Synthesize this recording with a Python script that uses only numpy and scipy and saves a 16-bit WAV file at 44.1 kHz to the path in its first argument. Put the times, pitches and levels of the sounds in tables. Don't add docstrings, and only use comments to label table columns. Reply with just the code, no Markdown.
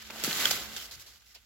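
import sys
import numpy as np
from scipy import signal
from scipy.fft import rfft, irfft
from scipy.io import wavfile

SR = 44100
rng = np.random.default_rng(int(sys.argv[2]) if len(sys.argv) > 2 else 0)


def bounce(signal):
    frames = np.transpose(np.atleast_2d(signal))
    limited = np.clip(frames, -1, 1)
    pcm = np.round(limited * 32767).astype(np.int16)
    wavfile.write(sys.argv[1], SR, pcm)


N = 63945
TIME_S = np.arange(N) / SR
FREQS_HZ = np.fft.rfftfreq(N, 1 / SR)


def from_db(db):
    return 10 ** (np.asarray(db) / 20)


def unit_power(x):
    return x / np.sqrt(np.mean(x ** 2) + 1e-20)


def gain_curve(rows):
    return from_db(np.interp(TIME_S, *np.transpose(rows)))


def over_freqs(rows):
    hz, value = np.transpose(rows)
    return np.interp(np.log(FREQS_HZ + 1), np.log(hz), value)


def peak(centre_hz, width_octaves):
    return np.exp(-.5 * (np.log2((FREQS_HZ + 1) / centre_hz) / width_octaves) ** 2)


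def pan(db):
    return from_db(np.array([[db], [-db]]) / 2)


def drift(rate_hz):
    r = np.exp(-2 * np.pi * rate_hz / SR)
    return unit_power(signal.lfilter([1], [1, -2 * r, r * r], rng.standard_normal(2 * N))[N:])


def noise_pair():
    return rng.standard_normal((2, N))


# freq_hz, likeness
STEREO_LIKENESS = [(30, 0.63), (110, 0.87), (230, .9), (500, 0.86), (1000, 0.8), (2000, 0.33),
                   (4000, 0.053), (8000, 0)]

def spread(pair, tone_db):
    mid, side = rfft(pair) * from_db(tone_db)
    alike = over_freqs(STEREO_LIKENESS)
    mid, side = mid * np.sqrt(1 + alike), side * np.sqrt(1 - alike)
    return unit_power(irfft([mid + side, mid - side], N))


def ring(clicks, hz, fade_s):
    r = np.exp(-np.log(1000) / (fade_s * SR))
    step = 2 * np.pi * hz / SR
    return signal.lfilter([0, np.sin(step)], [1, -2 * r * np.cos(step), r * r], clicks + 1e-18)


def die_away(start_s, fade_s):
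    return (TIME_S >= start_s) * np.exp(-np.log(1000) * np.maximum(TIME_S - start_s, 0) / fade_s)


def crackles(per_s=2600, pitches=24, size_spread_db=2.5, ring_cycles=7.2):
    out = 0
    for hz in np.geomspace(1100, 8000, pitches):
        touches = rng.random(N) < per_s / pitches / SR
        size = from_db(size_spread_db * np.minimum(rng.exponential(1, N), 3))
        clicks = touches * size * rng.uniform(-1.04, 1, (2, N))
        out += ring(clicks, hz, ring_cycles / hz) * np.sqrt(hz)
    return unit_power(out)


# time_s, level_db
RUSTLE_LEVELS = [(0, -46.5), (.09, -48), (.125, -45), (.225, -38), (.255, -31.5), (.39, -31.5), (.415, -28),
                 (.47, -27), (.49, -29.5), (.55, -31.5), (.61, -37.5), (.70, -44), (.79, -41.5),
                 (.89, -50.5), (1.04, -53.5), (1.11, -56), (1.2, -63), (1.32, -60), (1.45, -64.5)]
# freq_hz, level_db
RUSTLE_TONE = [(400, -28), (900, -22.5), (1250, -6.5), (1550, -5), (2400, -3), (3200, 0.5), (4600, -0.5),
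               (6000, -3), (7400, -0.5), (8500, -4.5), (12000, -3.5), (16000, -9)]
# pitch_hz, boost_db
HOLLOW_PEAKS = [(1210, 4), (1530, 6.5), (2030, 7), (3140, 0.5)]
# time_s, change_db
RUSTLE_TREBLE = [(.03, -4.5), (.16, -1), (.23, -1), (.265, -3.5), (.3, 1), (.52, 0.5), (.66, 0), (.9, 0),
                 (1.4, 1)]

def rustle(crackle_share=.22, treble_from_hz=6000, flutter_db=.78):
    hollow_db = sum(db * peak(hz, width_octaves=.022) for hz, db in HOLLOW_PEAKS)
    contacts = np.sqrt(crackle_share) * crackles() + np.sqrt(1 - crackle_share) * noise_pair()
    leaves = spread(contacts, over_freqs(RUSTLE_TONE) + hollow_db)
    treble = irfft(rfft(leaves) * FREQS_HZ ** 4 / (FREQS_HZ ** 4 + treble_from_hz ** 4), N)
    leaves += (gain_curve(RUSTLE_TREBLE) - 1) * treble
    flutter = from_db(flutter_db * drift(rate_hz=24))
    return gain_curve(RUSTLE_LEVELS) * flutter * leaves


# time_s, level_db
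SWISH_LEVELS = [(0, -67), (.09, -60), (.11, -50.5), (.21, -50.5), (.25, -44.5), (.33, -44), (.45, -41),
                (.53, -43.5), (.62, -49.5), (.75, -55), (.9, -62), (1.1, -69.5), (1.25, -77.5),
                (1.45, -78.5)]
# freq_hz, level_db
SWISH_TONE = [(60, -27), (120, -4), (190, -5.5), (400, -2.5), (520, -4), (720, -2.5), (1000, -5),
              (1600, -6), (4000, -30)]

def swish():
    return gain_curve(SWISH_LEVELS) * spread(noise_pair(), over_freqs(SWISH_TONE))


# peak_s, level_db, left_minus_right_db
SWIRLS = [(.07, -63, -7), (.22, -60, -4), (.41, -60, 5), (.55, -60, -18), (.66, -59.5, -17),
          (.77, -67, -13), (.87, -62, -4), (.985, -58, 3), (1.11, -66.5, 1)]
# freq_hz, level_db
WIND_TONE = [(25, -34), (40, -16), (60, -4), (85, -10.5), (130, -20.5), (300, -33), (1000, -70)]

def wind(steady_db=-70, swirl_width_s=.036, evenness=.41):
    swirls = 0
    for peak_s, db, side_db in SWIRLS:
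        swell = np.exp(-.5 * ((TIME_S - peak_s) / swirl_width_s) ** 2)
        swirls += from_db(db) * pan(side_db) * swell
    rumble = spread(noise_pair(), over_freqs(WIND_TONE))
    strength = np.sqrt(np.mean(np.abs(signal.hilbert(rumble)) ** 2, axis=0))
    rumble = unit_power(rumble / strength ** evenness)
    return np.hypot(from_db(steady_db) * pan(db=-4), swirls) * rumble


# time_s, level_db
HUM_LEVELS = [(0, -71), (.2, -62), (.65, -63), (.8, -66.5), (.95, -90), (1.45, -93.5)]

def hum(pitch_hz=216, waver_db=2.5):
    waver = from_db(waver_db * drift(rate_hz=10))
    tone = np.sin(2 * np.pi * pitch_hz * TIME_S + .5 * drift(rate_hz=4.1))
    return gain_curve(HUM_LEVELS) * waver * unit_power(tone)


# start_s, length_s, level_db, rasp_pitch_hz, rasp_boost_db, treble_boost_db, fade_db
BLADE_SLIDES = [(0.018, 0.0073, -46, 1760, 19, 4, -4.5), (0.099, 0.014, -38, 2250, 4.5, -46, 10.5),
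                (0.196, 0.0077, -37.5, 6900, 8, -12, 3), (0.236, 0.033, -31.5, 4500, -1, 23, 0),
                (0.5076, 0.0061, -20, 5040, 3, 4, 1), (0.518, 0.015, -31, 5000, 0, 6, 3),
                (0.762, 0.02, -35, 3160, 8.5, 2.5, 3.5), (0.786, 0.043, -45.5, 3100, 18, 14, 0),
                (0.808, 0.055, -46.5, 5350, 4, 13, -3.5), (0.909, 0.049, -42, 4240, 4.5, 5.5, 4.5),
                (0.994, 0.03, -46.5, 4500, 0, 10, 1), (1.061, 0.064, -49.5, 4230, 2.5, 2.5, 7),
                (1.128, 0.054, -56, 4700, 2, 6, 3.5), (1.196, 0.015, -65, 5800, 9, 0, -4),
                (1.258, 0.069, -62, 5500, 7, 7, -2.5), (1.344, 0.012, -51.5, 4650, 7, 5, -4),
                (1.357, 0.033, -48, 2880, 9, -11, 17)]
# freq_hz, level_db
SLIDE_TONE = [(100, -46), (400, -11.5), (1000, -9), (1550, -6.5), (2500, -5), (4500, 1.5), (7300, -3.5),
              (12000, -8), (16000, -14)]

def slides(rise_s=.0024, release_s=.0038, treble_from_hz=5900):
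    out = 0
    treble = FREQS_HZ ** 2 / (FREQS_HZ ** 2 + treble_from_hz ** 2)
    for start_s, length_s, db, rasp_hz, rasp_db, treble_db, fade_db in BLADE_SLIDES:
        age_s = TIME_S - start_s
        catch = np.clip(age_s / rise_s, 0, 1)
        part = np.exp(-np.maximum(age_s - length_s, 0) / release_s)
        gain = from_db(db - fade_db * np.clip(age_s / length_s, 0, 1))
        boost_db = rasp_db * peak(rasp_hz, width_octaves=.12) + treble_db * treble
        out += catch * part * gain * spread(noise_pair(), over_freqs(SLIDE_TONE) + boost_db)
    return out


# start_s, level_db, ring_pitch_hz, ring_boost_db
BLADE_SNAPS = [(0.1059, -37, 2450, 0), (.159, -45, 740, 8), (0.2377, -19, 6060, -16),
               (.246, -22.5, 4440, -5), (0.3103, -35, 3130, 8.5), (0.3288, -33, 4080, 7),
               (.372, -29, 2050, -16), (0.405, -59, 2030, -10), (.4552, -20, 3170, 8),
               (.512, -27.5, 773, 0.5), (0.5565, -34, 2500, -13), (0.765, -34, 3350, 2.5),
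               (1.159, -54, 3000, 2), (1.2212, -56, 1560, -4), (1.35, -53.5, 5100, 9), (1.364, -68, 650, 9)]
# times_ring_pitch, level_db
BLADE_TONES = [(.46, -7.5), (1, 2.5), (1.12, -8), (1.7, -8), (2.14, -10.5)]
# freq_hz, level_db
CRACK_TONE = [(100, -25), (400, -3.5), (800, 0.5), (1500, -6.5), (3500, 0), (7000, 2.5), (16000, -6.5)]

def snaps(echo_db=-23, ear_lag_s=.00003):
    out = 0
    for start_s, db, pitch_hz, ring_db in BLADE_SNAPS:
        direct = die_away(start_s, fade_s=.018)
        echo = from_db(echo_db) * die_away(start_s, fade_s=.11)
        crack = spread(noise_pair(), over_freqs(CRACK_TONE)) * (direct + echo)
        age_s = np.maximum(TIME_S - start_s - ear_lag_s * rng.standard_normal((2, 1)), 0)
        blade = sum((-1) ** k * from_db(tone_db) * np.sin(2 * np.pi * pitch_hz * ratio * age_s)
                    for k, (ratio, tone_db) in enumerate(BLADE_TONES))
        ringing = from_db(ring_db) * blade * die_away(start_s, fade_s=.016)
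        out += from_db(db) * (crack + ringing)
    return out


# start_s, level_db
LEAF_FLAPS = [(.237, -37.5), (0.276, -30), (0.506, -46.5)]

def flaps(start_hz=460, end_hz=138, rise_s=.0049, drop_s=.0062):
    out = 0
    for start_s, db in LEAF_FLAPS:
        age_s = np.maximum(TIME_S - start_s, 0)
        pitch_hz = end_hz + (start_hz - end_hz) * np.exp(-age_s / drop_s)
        push = age_s / rise_s * np.exp(1 - age_s / rise_s)
        phase = 2 * np.pi * np.cumsum(pitch_hz * (age_s > 0)) / SR
        out += from_db(db) * push * np.sin(phase)
    return out


def scene():
    leaves = rustle() + swish() + slides() + snaps() + flaps()
    return leaves * pan(db=-1.67) + wind() + hum() * pan(db=-15.5)


# centre_hz, width_hz, depth_db
TREBLE_DIPS = [(8600, 1290, -9.5), (9610, 2930, -6)]

def record(dry, cutoff_hz=15900):
    for hz, width_hz, depth_db in TREBLE_DIPS:
        without_band = signal.lfilter(*signal.iirnotch(hz, hz / width_hz, fs=SR), dry)
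        dry = without_band + from_db(depth_db) * (dry - without_band)
    return signal.sosfilt(signal.ellip(12, .1, 80, cutoff_hz, fs=SR, output="sos"), dry)


dry = scene()
out = record(dry)
bounce(out)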